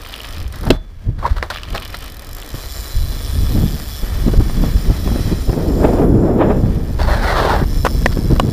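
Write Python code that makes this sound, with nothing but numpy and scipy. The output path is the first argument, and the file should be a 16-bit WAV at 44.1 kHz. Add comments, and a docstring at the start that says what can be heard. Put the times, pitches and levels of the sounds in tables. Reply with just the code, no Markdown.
"""The wheels of a small stunt bike, heard close by from on the rider: each ratchet tooth clicks and rings the hub.
Their speed drives the ticking and buzzing freewheel and the loudness of the tyres pattering on asphalt.
Loose grit and pebbles snap, rubber chirps and scuffs on a kerb stone, one tyre skids for about half a second,
and knocks ring the frame. Around it all, wind built from shaped noise buffets, slaps and roars at the microphone.
"""
import sys
import numpy as np
from scipy import signal
from scipy.fft import rfft, irfft
from scipy.io import wavfile
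from scipy.ndimage import uniform_filter1d

SR = 44100
rng = np.random.default_rng(int(sys.argv[2]) if len(sys.argv) > 2 else 0)


def file_out(sig):
    """Save sig as 16-bit WAV at sys.argv[1]."""
    # one column per channel
    cols = np.atleast_2d(sig).T
    # limit, then scale
    lim = np.clip(cols, -1, 1)
    pcm = np.round(lim * 32767).astype(np.int16)
    wavfile.write(sys.argv[1], SR, pcm)


N = 375732
TIME = np.arange(N) / SR

# wheel speed: time_s, ratchet teeth per second
WHEEL_SPEED = [(0, 57), (.39, 53), (.46, 12.9), (.68, 58), (.78, 2.9), (1.2, 8.3), (1.7, 45), (1.87, 36),
               (2.02, 58), (2.2, 36), (2.53, 78), (2.55, 139), (4.01, 146), (4.03, 178), (5.3, 228),
               (6.6, 188), (6.72, 107), (7.7, 149), (8.3, 102)]
# the freewheel is silent while the rider stands at the kerb and pedals off
PEDALLING_FROM_S, PEDALLING_UNTIL_S = .72, 1.69
# growth of level with each doubling of speed
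HUB_DB_PER_DOUBLING, ROLL_DB_PER_DOUBLING = 2.5, 3.5

# spectrum of a click of the pawls (the small catches in the hub): pitch_hz, level_db
PAWL_COLOUR = [(600, -12.5), (2600, -10.5), (3300, -5), (4800, -1.5), (5700, -4.5), (6500, -10.5),
               (7250, -12), (8000, -13.5), (9600, -11.5), (11000, -13), (12200, -4), (13000, -13),
               (14400, -10.5), (15300, -21)]
# decay times of tick and rattle; levels of the rattle and of the sliding between ticks
PAWL_TICK_S, PAWL_RATTLE_S, PAWL_RATTLE_DB, PAWL_SLIDE_DB = .0014, .004, -22, -23
# ringing of the hub shell and sprocket: pitch_hz, width_hz, level_db
HUB_MODES = [(3380, 200, -6), (3410, 30, 5), (3980, 130, -3), (4025, 20, 8), (4700, 400, -7), (5202, 24, 5),
             (5296, 20, 6), (5500, 600, -8), (7180, 320, -3), (8480, 160, -9), (8950, 150, -7),
             (9292, 22, 0), (9510, 60, 2), (10450, 130, -7), (11450, 110, -9), (12250, 750, -2),
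             (15150, 350, -4)]
# pitches that stand out or fade in the wheel's ring; the first is perhaps a faint brake squeak:
# centre_s, half_length_s, pitch_hz, change_db
RING_SWELLS = [(0.617, .07, 10900, 15), (2.703, .3, 7230, 6.5), (2.85, 0.47, 4000, 6.5),
               (3.552, 0.52, 3410, 5.5), (3.822, 0.2, 12800, 0.5), (4.95, 0.49, 3410, 4.5),
               (5.2, 0.3, 4000, 6.5), (5.4, 1, 5300, 4.5), (6.05, 0.54, 7230, 7.5), (6.15, 0.32, 10900, 11),
               (6.25, 0.35, 4300, -12), (6.248, .2, 9400, -7), (7.85, 0.68, 5300, 6.5)]
RING_SWELL_OCTAVES = .13  # a swell changes the modes this close to its pitch
# how well the microphone faces the rear hub: time_s, level_db
HUB_AIM = [(1.7, 0), (2.53, 0.5), (2.55, 1.5), (4.01, 1.5), (4.03, -3.5), (5.2, -3), (5.7, -6.5),
           (7.5, -7.5), (7.9, 0.5), (8.52, -3)]
# the rider's body screens the wheels: from, until, time to turn away, time to turn back, depth
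SCREEN_FROM_S, SCREEN_UNTIL_S, SCREEN_IN_S, SCREEN_OUT_S, SCREEN_DB = 6.06, 6.4, 0.06, 0.33, -7
# pitches that partly cancel on the way from the wheels: pitch_hz, width_hz
HOLLOWS = [(1450, 220), (2750, 250), (3680, 220), (4270, 160), (6650, 400), (8100, 450), (11000, 450)]
HOLLOW_DB = -4.5
# the wheels' reflection off the road: gain, delay, wander of the delay
WHEEL_ECHO, WHEEL_ECHO_S, ECHO_WANDER_S = .22, .0017, .00006

# spectrum of tread on asphalt: pitch_hz, level_db
TREAD_COLOUR = [(80, -21.5), (250, 9), (550, 3), (1150, 0.5), (1450, 3), (1850, 0), (2500, -5),
                (3300, -4.5), (5000, -9), (9000, -17.5), (15000, -18.5)]
# coarseness of the asphalt, stretch by stretch: start_s, level_db
SURFACES = [(0, 1.5), (2.54, -1), (4.02, -1.5), (5.42, -7), (6.05, -8), (6.6, -4)]
# spectrum of crushed grit: pitch_hz, level_db
STONE_COLOUR = [(400, -12), (1300, 0.5), (2000, -4.5), (2800, 0), (3700, -3), (4900, -9), (6500, -27),
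                (15000, -24)]
# patches of loose grit: start_s, length_s, level_db
GRIT_PATCHES = [(0, 0.35, -39), (0.113, 0.26, -35), (1.527, 0.018, -30.5), (1.649, 0.43, -36.5),
                (2.35, 0.93, -61)]
GRIT_ATTACK_S, GRIT_RELEASE_S = 0.021, 0.059
# single stones snapping under the tread: start_s, relative_level_db, ring_pitch_hz
PEBBLES = [(0.1399, -13.5, 2800), (.153, -19, 3050), (0.204, -17, 2900), (0.244, -19, 2980),
           (0.3343, -19, 3300), (0.3665, -20, 2900), (1.383, -18, 1290), (1.505, -12.5, 3380),
           (1.544, -13, 3000), (1.5767, -21, 2800), (1.6333, -11, 2850), (1.6865, -21, 2810),
           (1.7604, -12, 3880), (1.779, -10, 2680), (1.944, -13.5, 1760), (2.0783, -23.5, 3400),
           (2.425, -22, 2800), (7.03, -13, 4440)]
PEBBLE_RING_DB, PEBBLE_WIDTH_HZ = 5, 370

# spectrum of sliding rubber: pitch_hz, level_db
SKID_COLOUR = [(210, -41), (350, -4.5), (502, -8), (570, -1.5), (721, -6), (831, -4), (1090, -6),
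               (1460, -6.5), (1900, -11), (2350, -20), (2830, -22.5), (4130, -16.5), (5400, -24.5),
               (6520, -32), (15000, -35.5)]
# the tyre locks, bites hardest, starts to let go, rolls again
SKID_START_S, SKID_BITE_S, SKID_EASE_S, SKID_END_S = 6.992, 7.18, 7.535, 7.643
SKID_ATTACK_S, SKID_RELEASE_S = 0.0014, 0.091
# weight comes onto the tyre: level at full bite, swell up to it
ROAR_DB, ROAR_SWELL_DB_PER_S = -18.5, 35
# the slide dulls as it slows: brightness (see tilted) and its fall
SKID_TILT_DB, SKID_DULLING_DB_PER_S = -1, 4.5
# harsh rasp under full weight, falling in pitch as the tyre slows: centre, half length, level, fall
RASP_S, RASP_HALF_S, RASP_DB, RASP_FALL_OCTAVES_PER_S = 7.41, 0.16, -33, 1.9
# short dips in level as the tyre hops: centre_s, half_length_s, dip_db
HOPS = [(7.064, 0.013, -7.5), (7.199, 0.044, -6)]
# rough squeals within the skid: centre_s, half_length_s, pitch_hz, level_db
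SQUEALS = [(7.138, 0.052, 1810, -31), (7.312, 0.072, 1805, -25.5), (7.37, 0.088, 1071, -24),
           (7.43, 0.056, 653, -21.5), (7.62, .02, 1700, -24), (7.468, .07, 1400, -36),
           (7.522, 0.064, 755, -18.5)]
SQUEAL_FALL_OCTAVES_PER_S = 1.6
# reflection off the road as the wheel swings out: gain, delay (s), growth of the delay (s per s squared)
ROAD_BOUNCE, BOUNCE_DELAY_S, BOUNCE_GROWTH = .28, .0011, .0038

# blows on the bike, and a soft low bump at 2.543 s just before the wheel sound jumps in speed:
# start_s, strength_db, contact_decay_s, frame_db, thump_db, crack_db, handlebar_ring_db, clack_pitch_hz, clack_db
KNOCKS = [(0.7027, 0.5, 0.003, -4, 3, 6.5, 0, 2680, 14),
          (1.4265, -9, 0.0016, -0.5, -36, -10, -18, 1550, 21.5),
          (2.543, -25.5, 0.0017, -5, -1, -9, -30, 1101, 6),
          (4.497, -23, .0015, 3.5, -10, -20, -25, 1400, 14),
          (5.075, -18.5, 0.0028, 0.5, -5, -35, -22.5, 790, 6),
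          (7.849, -5, 0.01, 0, -31, -44, -24, 1390, -3),
          (7.864, -4.5, 0.0059, -0.5, -17, -45, -21, 1070, 6.5),
          (8.0591, 3, 0.0022, 0, -17, -21, -28, 1710, 13.5),
          (8.3971, 4.5, 0.0016, 1, -17, -28, -30, 2970, 3.5)]
CLACK_WIDTH_HZ = 450
# what the frame and wheels ring with: pitch_hz, width_hz, level_db
FRAME_MODES = [(552, 99, -0.5), (732, 190, -2), (1005, 141, -1.5), (1120, 57, -7.5), (1440, 50, -11),
               (1780, 50, -15)]
# long ring of the handlebar: pitch_hz, time_to_fall_60_db_s, level_db
HANDLEBAR_MODES = [(637, 0.25, -25.5), (1170, 0.2, -39), (1310, 0.33, -43), (3390, 0.5, -45),
                   (3470, 0.44, -36.5), (4070, 0.18, -35)]
# what a tyre thumps with: pitch_hz, time_to_fall_60_db_s, level_db
THUMP_MODES = [(38, 0.53, -14), (145, 0.13, -15), (271, 0.055, 1.5), (344, 0.045, 0.5)]
# spectrum of the crack of a knock: pitch_hz, level_db
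CRACK_COLOUR = [(500, 22.0), (2200, 3.5), (3400, 8.5), (5000, 0.5), (7000, -10), (11000, -18), (15000, -10)]

# short scrapes of rubber and shoes on stone: peak_s, level_db, rise_s, decay_s, brightness_db (see tilted)
SCUFFS = [(.54, -36, .012, 0.05, 6), (0.639, -23.5, 0.005, 0.0089, -11), (0.669, -19, 0.0033, 0.01, -2),
          (0.723, -29.5, 0.0074, 0.031, 0), (1.253, -23.5, 0.022, 0.014, -3.5),
          (1.262, -19.5, 0.0011, 0.013, -1.5), (1.301, -32, 0.005, 0.03, 10), (1.19, -38, 0.0044, 0.014, 6),
          (1.367, -27.5, 0.0027, 0.024, 0.5), (1.434, -25.5, 0.0045, 0.017, -1),
          (1.503, -18, 0.0012, 0.013, 11), (1.748, -20, 0.0031, 0.024, 0), (1.946, -21, 0.0025, 0.0057, 2),
          (7.004, -18.5, 0.0067, 0.0079, -3), (7.086, -19, 0.00093, 0.04, -7),
          (8.129, -27.5, 0.012, 0.006, 8), (8.362, -21.5, 0.0042, 0.0064, -3)]
# front tyre chirping on the kerb: centre_s, half_length_s, stick_slip_rate_hz, level_db
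CHIRPS = [(1.231, .004, 1092, -23), (1.247, 0.0023, 905, -15.5), (1.2554, 0.003, 980, -8),
          (1.263, 0.0042, 1021, -14.5)]
CHIRP_SAG_HZ_PER_S = 3600

# spectrum of the buffeting: pitch_hz, level_db
BUFFET_COLOUR = [(12, -13.5), (25, 3.5), (52, 1), (85, -4), (130, -15), (220, -39.5), (500, -63),
                 (2500, -110)]
# steady airflow at the microphone: time_s, slow_buffeting_db, small_eddy_rush_db (rush before wind's rush gain)
AIRFLOW = [(.1, -37, -57), (.42, -22, -40.5), (.95, -37, -49), (1.18, -21.5, -25.5), (1.37, -27, -40.5),
           (1.46, -34, -50), (1.56, -27.5, -43), (2.52, -33, -49.5), (2.55, -26.5, -56), (2.9, -27.5, -56),
           (3.02, -17.5, -37), (3.7, -19, -32.5), (3.93, -28.5, -44), (4.25, -17, -26.5),
           (5.42, -18.5, -30.5), (5.52, -26.5, -26.5), (5.82, -15.5, -19), (5.95, -16.5, -20),
           (6.1, -15, -15.5), (6.3, -20, -18.5), (6.48, -16.5, -19.5), (6.7, -14.5, -20),
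           (6.88, -16.5, -26), (7.4, -15.5, -24), (7.9, -18, -25.5), (8.35, -14.5, -21), (8.52, -36, -18)]
# gusts of air, and a short low thump at 2.55 s as the wheel sound jumps in speed:
# peak_s, half_length_s, buffeting_db, rush_db (rush before wind's rush gain)
GUSTS = [(0.677, 0.068, -23.5, -24.5), (1.087, 0.034, -14, -15.5), (1.32, 0.014, -12, -34),
         (1.731, 0.055, -22, -32.5), (2.55, 0.011, -23, -32), (2.788, 0.04, -22, -42.5),
         (2.976, 0.033, -14.5, -39), (3.398, 0.062, -14.5, -23.5), (3.582, 0.12, -16.5, -16),
         (4.035, 0.017, -15, -26), (4.274, 0.03, -13, -15), (4.389, 0.029, -8.5, -16),
         (4.621, 0.062, -14, -18.5), (4.758, 0.03, -10.5, -22.5), (4.89, 0.031, -8, -16),
         (5.135, 0.12, -15.5, -22), (5.322, 0.022, -9.5, -15), (5.492, 0.017, -7, -21),
         (7.622, 0.015, -32, -16.5), (7.784, 0.047, -14.5, -50), (8.321, 0.031, -11, -15)]
GUST_RISE_SHARE = 0.84  # each rises in this share of the time it takes to fall
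# turns of the head across the airflow, which shift the eddy pitch: centre_s, half_length_s, shift_octaves
HEAD_TURNS = [(1.098, 0.13, -1.9), (3.496, 0.22, -0.28), (5.593, 0.18, 0.8), (5.854, 0.06, 1.2),
              (5.984, 0.066, 1.15), (6.424, 0.039, 1.65), (6.526, 0.046, 1.48)]
# sharp slaps of air: centre_s, relative_level_db
SLAPS = [(4.283, -8), (4.338, -8), (4.406, -10), (4.638, -10.5), (4.901, -8), (5.117, -11), (5.16, -10),
         (5.494, -7), (5.531, -6), (6.659, -12.5), (8.172, -9.5), (8.303, -11)]
SLAP_HALF_S, SLAP_DECAY_S = .001, .008
# wind across the turned head, its pitch following the angle: time_s, level_db, pitch_hz
CROSSWIND = [(5.45, -50, 300.4), (5.55, -22.5, 329.8), (5.78, -21, 320.4), (5.84, -13.5, 480.5),
             (5.91, -18.5, 429.5), (5.98, -20.5, 521), (6.03, -10, 381.7), (6.1, -14, 308.4),
             (6.2, -14.5, 319.3), (6.28, -14, 441), (6.36, -15, 360.4), (6.42, -16.5, 477.3),
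             (6.5, -23, 379), (6.55, -22, 380.2), (6.63, -28.5, 372.3), (6.78, -26.5, 302), (7, -43, 279.5)]
# spectrum of that roar at its middle pitch: pitch_hz, level_db
CROSSWIND_COLOUR = [(60, -23), (170, -1.5), (320, -0.5), (480, -2.5), (680, -11.5), (1000, -21.5),
                    (2000, -37), (4000, -64)]
CROSSWIND_HZ = 400  # middle pitch

TOP_HZ = 15400  # upper limit of the sound


def wheels():
    """Hub and tyres arrive past the frame and off the road: hollow bands, and ridges that drift."""
    out = freewheel() + tyres()
    for hz, width in HOLLOWS:
        out = out - (1 - amp(HOLLOW_DB)) * resonate(out, hz, width)
    lag = np.round(SR * (WHEEL_ECHO_S + ECHO_WANDER_S * walk(2.5))).astype(int)
    echo = out[np.clip(np.arange(N) - lag, 0, N - 1)]
    return out + WHEEL_ECHO * echo


def freewheel(scatter_db=1.5, level_db=-33, shade_db=-4):
    """Pawls drop off each ratchet tooth with a sharp tick and a brief rattle that ring the hub."""
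    coasting = (TIME < PEDALLING_FROM_S) | (TIME > PEDALLING_UNTIL_S)
    rate = np.maximum(curve(WHEEL_SPEED), 0) * coasting
    uneven_rate = rate * (1 + .012 * walk(90))
    teeth = np.floor(np.cumsum(uneven_rate) / SR)
    # one impulse each time the tooth count steps up
    drops = np.diff(teeth, prepend=0) * amp(scatter_db * noise()) / np.sqrt(np.maximum(rate, 35))
    # the pawls do not land quite together, which spreads each tick over about a millisecond
    tick = fading(uniform_filter1d(drops, size=50), PAWL_TICK_S)
    rattle = fading(drops, PAWL_RATTLE_S)
    # the pawls also slide up the teeth, louder at speed
    slide = amp(PAWL_SLIDE_DB) * (rate / 55 + .15) * coasting
    force = unit(tick + amp(PAWL_RATTLE_DB) * rattle) + slide
    force = force * wheel_gain(HUB_DB_PER_DOUBLING) * amp(curve(HUB_AIM) + level_db)
    # the rider's body dulls the clicks a little more than the ring
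    clicks = colour(force * noise(), PAWL_COLOUR) * amp(shade_db * screen())
    return clicks + hub_ring(force)


def hub_ring(force, waver_db=1.94, drift=0.00099):
    """The turning hub shows each of its modes more or less, slightly off pitch as it flexes."""
    out = 0
    for hz, width, db in HUB_MODES:
        swell = 0
        for s, half, near_hz, change_db in RING_SWELLS:
            if abs(np.log2(near_hz / hz)) < RING_SWELL_OCTAVES:
                swell = swell + change_db * bump(s, half)
        out = out + resonate(force * noise(), hz, width) * amp(db + swell + waver_db * walk(7))
    # read the sound at a swaying position, on a doubled grid for accuracy
    fine = signal.resample_poly(out, 2, 1)
    sway = np.sin(2 * np.pi * np.cumsum(5 + walk(3)) / SR)
    flex = np.cumsum(drift * sway)
    return np.interp(2 * (np.arange(N) + flex), np.arange(2 * N), fine)


def wheel_gain(db_per_doubling):
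    """Wheels grow louder with speed (gain 1 at 100 teeth a second) and fainter behind the rider's body."""
    doublings = np.log2(np.maximum(curve(WHEEL_SPEED), 1) / 100)
    return amp(db_per_doubling * doublings + SCREEN_DB * screen())


def screen():
    """How far the rider's body blocks the wheels, from 0 to 1."""
    return held(SCREEN_FROM_S, SCREEN_UNTIL_S, SCREEN_IN_S, SCREEN_OUT_S)


def tyres(roll_db=-37, patchy_db=2.5):
    """Tread patters over the asphalt grain and crunches through patches of loose grit."""
    patter = unit(colour(grains(rate=3600, spread_db=2.5), TREAD_COLOUR))
    patter = patter * wheel_gain(ROLL_DB_PER_DOUBLING) * amp(roll_db + surface() + 1.34 * walk(25))
    # each crushed grain is a very short burst of noise
    crumble = np.exp(-TIME[:512] / .0007)
    cracks = signal.oaconvolve(np.abs(grains(rate=560, spread_db=3.1)), crumble)[:N] * noise()
    crunch = unit(colour(cracks, STONE_COLOUR) * amp(patchy_db * walk(36.56)))
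    patches = [amp(db) * held(s, s + length, GRIT_ATTACK_S, GRIT_RELEASE_S) for s, length, db in GRIT_PATCHES]
    return patter + crunch * np.max(patches, axis=0)


def surface():
    """Level (dB) of the stretch of asphalt under the tyres."""
    db = np.zeros(N)
    for s, level_db in SURFACES:
        db[TIME >= s] = level_db
    return uniform_filter1d(db, size=2000)


def pebbles(decay_s=0.0015, level_db=3, size=2048):
    """A stone cracks out from under the tread, each with its own brief ring."""
    snaps, rings = np.zeros((2, N + size))
    for s, db, hz in PEBBLES:
        span = slice(int(s * SR), int(s * SR) + size)
        snap = amp(db) * rng.standard_normal(size) * np.exp(-TIME[:size] / decay_s)
        snaps[span] += snap
        rings[span] += resonate(snap, hz, PEBBLE_WIDTH_HZ)
    return amp(level_db) * (.5 * colour(snaps[:N], STONE_COLOUR) + amp(PEBBLE_RING_DB) * rings[:N])


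def skid(judder_db=1.35, rasp_hz=3400, rasp_width_hz=2000):
    """A tyre drags over asphalt, swelling, dulling and juddering; its road reflection sweeps through it."""
    age = np.clip(TIME, SKID_START_S, SKID_END_S) - SKID_START_S
    past_bite = SKID_START_S + age - SKID_BITE_S
    hops = sum(db * bump(s, half) for s, half, db in HOPS)
    contact = held(SKID_START_S, SKID_EASE_S, SKID_ATTACK_S, SKID_RELEASE_S)
    contact = contact * (TIME < SKID_END_S) * amp(hops)

    tilt = SKID_TILT_DB - SKID_DULLING_DB_PER_S * np.maximum(past_bite, 0)
    roar = tilted(sliding(), tilt) * amp(ROAR_DB + ROAR_SWELL_DB_PER_S * np.minimum(past_bite, 0))

    rasp = grains(rate=2800, spread_db=-5)
    rasp = unit(resonate(resonate(rasp, rasp_hz, rasp_width_hz), rasp_hz, rasp_width_hz))
    rasp = glide(rasp, 2 ** (RASP_FALL_OCTAVES_PER_S * (RASP_S - SKID_START_S - age)))
    rasp = rasp * amp(RASP_DB) * bump(RASP_S, RASP_HALF_S)

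    direct = (roar + rasp + squeals()) * contact * amp(judder_db * walk(110))
    delay = BOUNCE_DELAY_S + BOUNCE_GROWTH * age ** 2
    return direct + ROAD_BOUNCE * np.interp(TIME - delay, TIME, direct)


def sliding():
    """Rubber catches and lets go on many stones at once."""
    return unit(colour(grains(rate=2400, spread_db=2.2), SKID_COLOUR))


def squeals(width_hz=150):
    """Patches of tread sing roughly for a moment, each sinking in pitch as the tyre slows."""
    out = 0
    for s, half, hz, db in SQUEALS:
        pitch = hz * 2 ** (-SQUEAL_FALL_OCTAVES_PER_S * np.clip(TIME - s, -.5, .5))
        tone = np.sin(2 * np.pi * np.cumsum(pitch + width_hz * walk(400)) / SR)
        out = out + unit(tone * amp(2 * walk(150))) * amp(db) * bump(s, half)
    return out


def knocks(frame_gain_db=9, crack_gain_db=-2, size=30000):
    """A push and a clatter excite frame rings, cracks and a clack, joined by low thumps and a handlebar ring."""
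    push, snap, rings = np.zeros((3, N + size))
    t = np.arange(size) / SR
    handlebar, thump = dying_tones(HANDLEBAR_MODES, t), dying_tones(THUMP_MODES, t)
    shove = np.exp(-((t - .001) / .0002) ** 2)
    for s, db, decay, frame_db, thump_db, crack_db, ring_db, clack_hz, clack_db in KNOCKS:
        span = slice(int(s * SR), int(s * SR) + size)
        envelope = np.exp(-t / decay) * (1 - np.exp(-t / .0004))
        clatter = amp(db) * rng.standard_normal(size) * envelope
        push[span] += amp(frame_db) * (amp(db) * shove + clatter)
        snap[span] += amp(crack_db) * clatter
        rings[span] += amp(db + thump_db) * thump + amp(db + ring_db) * handlebar
        clack = resonate(resonate(clatter, clack_hz, CLACK_WIDTH_HZ), clack_hz, 2 * CLACK_WIDTH_HZ)
        rings[span] += amp(clack_db) * clack
    frame = sum(amp(db) * resonate(push[:N], hz, width) for hz, width, db in FRAME_MODES)
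    cracks = colour(snap[:N], CRACK_COLOUR)
    return amp(frame_gain_db) * frame + amp(crack_gain_db) * cracks + rings[:N]


def dying_tones(modes, t):
    """Struck solid: a sum of pure tones, each fading by 60 dB in its own time."""
    return sum(amp(db - 60 * t / t60) * np.sin(2 * np.pi * hz * t) for hz, t60, db in modes)


def scuffs():
    """Rubber and shoes slide briefly on stone, swelling and dying away."""
    slide = sliding()
    return sum(amp(db) * held(s, s, rise, decay) * unit(tilted(slide, tilt))
               for s, db, rise, decay, tilt in SCUFFS)


def chirp(rough=0.038, overtone_db=-22):
    """Rubber sticks and slips almost regularly for a moment, its pitch sagging."""
    out, jitter = 0, 1 + rough * walk(500)
    for s, half, hz, db in CHIRPS:
        pitch = (hz - CHIRP_SAG_HZ_PER_S * (TIME - s)) * jitter
        phase = 2 * np.pi * np.cumsum(pitch) / SR
        tone = np.sin(phase) + amp(overtone_db) * np.sin(2 * phase)
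        out = out + tone * np.sqrt(2) * amp(db) * bump(s, half)
    return out


def wind(rush_gain_db=2, corner_hz=205, corner_octaves_per_db=-0.0013, steepness=4.77, flicker_db=3.0, sway_db=2.5):
    """Large eddies shake the microphone; small ones rush, their pitch shifting as the head turns."""
    shake_db, rush_db = air()
    buffet = unit(colour(noise(), BUFFET_COLOUR))
    buffet /= np.sqrt(uniform_filter1d(buffet ** 2, size=3000))  # even out its level
    turned = sum(octaves * bump(s, half) for s, half, octaves in HEAD_TURNS)
    # the pitch where the rush is centred hardly depends on its strength
    corner = corner_hz * 2 ** (corner_octaves_per_db * (np.maximum(rush_db, -30) + 22) + turned)
    eddies, power, burst = 0, 0, walk(70)
    for hz in np.geomspace(100, 3200, num=11):
        edges = [hz / 2 ** .25, hz * 2 ** .25]  # half an octave wide
        band = signal.sosfilt(signal.butter(3, edges, "band", fs=SR, output="sos"), noise())
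        weight = np.sqrt(hz / (1 + (hz / corner) ** steepness) / (1 + (0.17 * corner / hz) ** 4))
        # small eddies come in bursts
        eddies = eddies + weight * unit(band * amp(flicker_db * burst))
        power = power + weight ** 2
    rush_gain = amp(rush_db + rush_gain_db) * (corner / corner_hz) ** 0.4
    return buffet * amp(shake_db + sway_db * walk(14)) + eddies / np.sqrt(power) * rush_gain


def air():
    """Levels of buffeting and rush (dB): each short surge adds its power to the steady airflow."""
    buffet, rush = amp(curve(AIRFLOW)) ** 2, amp(curve(AIRFLOW, column=2)) ** 2
    for s, half, buffet_db, rush_db in GUSTS:
        surge = bump(s, half, GUST_RISE_SHARE)
        buffet = buffet + (amp(buffet_db) * surge) ** 2
        rush = rush + (amp(rush_db) * surge) ** 2
    return 10 * np.log10(buffet), 10 * np.log10(rush)


def slaps(tear_db=-11, tear_hz=400, tear_width_hz=380):
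    """An eddy bursts on the microphone: one swing of pressure and a short tearing flutter."""
    swing = sum(amp(db) * (s - TIME) / SLAP_HALF_S * bump(s, SLAP_HALF_S) for s, db in SLAPS)
    flutter = sum(amp(db) * held(s, s, SLAP_HALF_S, SLAP_DECAY_S) for s, db in SLAPS)
    tear = unit(resonate(resonate(noise(), tear_hz, tear_width_hz), tear_hz, 2 * tear_width_hz))
    return 2 * swing + amp(tear_db) * tear * flutter


def crosswind(flutter_db=0.5):
    """Air tears past the side of the microphone with a full, hollow roar of moving pitch."""
    roar = glide(unit(colour(noise(), CROSSWIND_COLOUR)), curve(CROSSWIND, column=2) / CROSSWIND_HZ)
    blowing = (TIME > CROSSWIND[0][0]) & (TIME < CROSSWIND[-1][0])
    return roar * blowing * amp(curve(CROSSWIND) + flutter_db * walk(60))


def amp(db):
    """Decibels to gain."""
    return 10 ** (np.asarray(db) / 20)


def curve(rows, column=1):
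    """One column of a timed table, joined by straight lines."""
    rows = np.array(rows)
    return np.interp(TIME, rows[:, 0], rows[:, column])


def noise():
    """White noise."""
    return rng.standard_normal(N)


def unit(x):
    """Scale to an rms (average strength) of 1."""
    return x / np.sqrt(np.mean(x ** 2) + 1e-18)


def walk(rate):
    """Smooth random wandering around 0, with about this many new values a second."""
    k = max(int(SR / rate), 1)
    steps = np.repeat(rng.standard_normal(N // k + 1), k)
    return 1.2 * uniform_filter1d(steps, k)[:N]


def grains(rate, spread_db):
    """Random tiny impacts of uneven size, on average this many a second."""
    sizes = amp(spread_db * np.minimum(rng.exponential(size=N), 5))
    return unit((rng.random(N) < rate / SR) * sizes * rng.choice([-1, 1], N))


def bump(s, half_s, rise_share=1):
    """A smooth swell that peaks at 1."""
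    age = (TIME - s) / half_s
    return np.exp(-np.minimum(np.where(age < 0, age / rise_share, age) ** 2, 60))


def held(start_s, end_s, attack_s, release_s):
    """Rise up to the start, hold at 1, fade after the end."""
    return np.exp(np.minimum((TIME - start_s) / attack_s, (end_s - TIME) / release_s).clip(-60, 0))


def fading(x, decay_s):
    """Let every impulse die away exponentially."""
    return signal.lfilter([1], [1, -np.exp(-1 / (decay_s * SR))], x)


def colour(x, points, size=8192):
    """Filter with the given (Hz, dB) response that never sounds ahead of its input."""
    hz, db = np.transpose(points)
    grid = np.maximum(np.fft.rfftfreq(size, 1 / SR), 1)
    # folding the cepstrum forward gives the filter its minimum delay
    cepstrum = irfft(np.log(amp(np.interp(np.log(grid), np.log(hz), db))))
    cepstrum[1:size // 2] *= 2
    cepstrum[size // 2 + 1:] = 0
    return signal.oaconvolve(x, irfft(np.exp(rfft(cepstrum))))[:N]


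def resonate(x, hz, width_hz):
    """One resonance, gain 1 at its centre."""
    return signal.lfilter(*signal.iirpeak(hz, hz / width_hz, fs=SR), x)


def tilted(x, tilt_db):
    """Brighten: lower the part below 1 kHz by tilt_db and raise the rest by twice that."""
    low = signal.lfilter(*signal.butter(1, 1000, fs=SR), x)
    return low * amp(-tilt_db) + (x - low) * amp(2 * tilt_db)


def glide(x, ratio):
    """Raise or lower a steady sound's pitch by a moving ratio."""
    return np.interp(np.cumsum(ratio * np.ones(N)) % N, np.arange(N), x)


def scene():
    """Everything is close to the microphone, in open air."""
    bike = wheels() + pebbles() + skid() + knocks() + scuffs() + chirp()
    moving_air = wind() + slaps() + crosswind()
    return (bike + moving_air)[None]


def record(dry):
    """Round off the loudest peaks and cut everything above the top pitch."""
    rounded = dry / (1 + (dry / .9) ** 6) ** (1 / 6)
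    return signal.sosfiltfilt(signal.ellip(8, .1, 50, TOP_HZ, fs=SR, output="sos"), rounded)


dry = scene()
out = record(dry)
file_out(out)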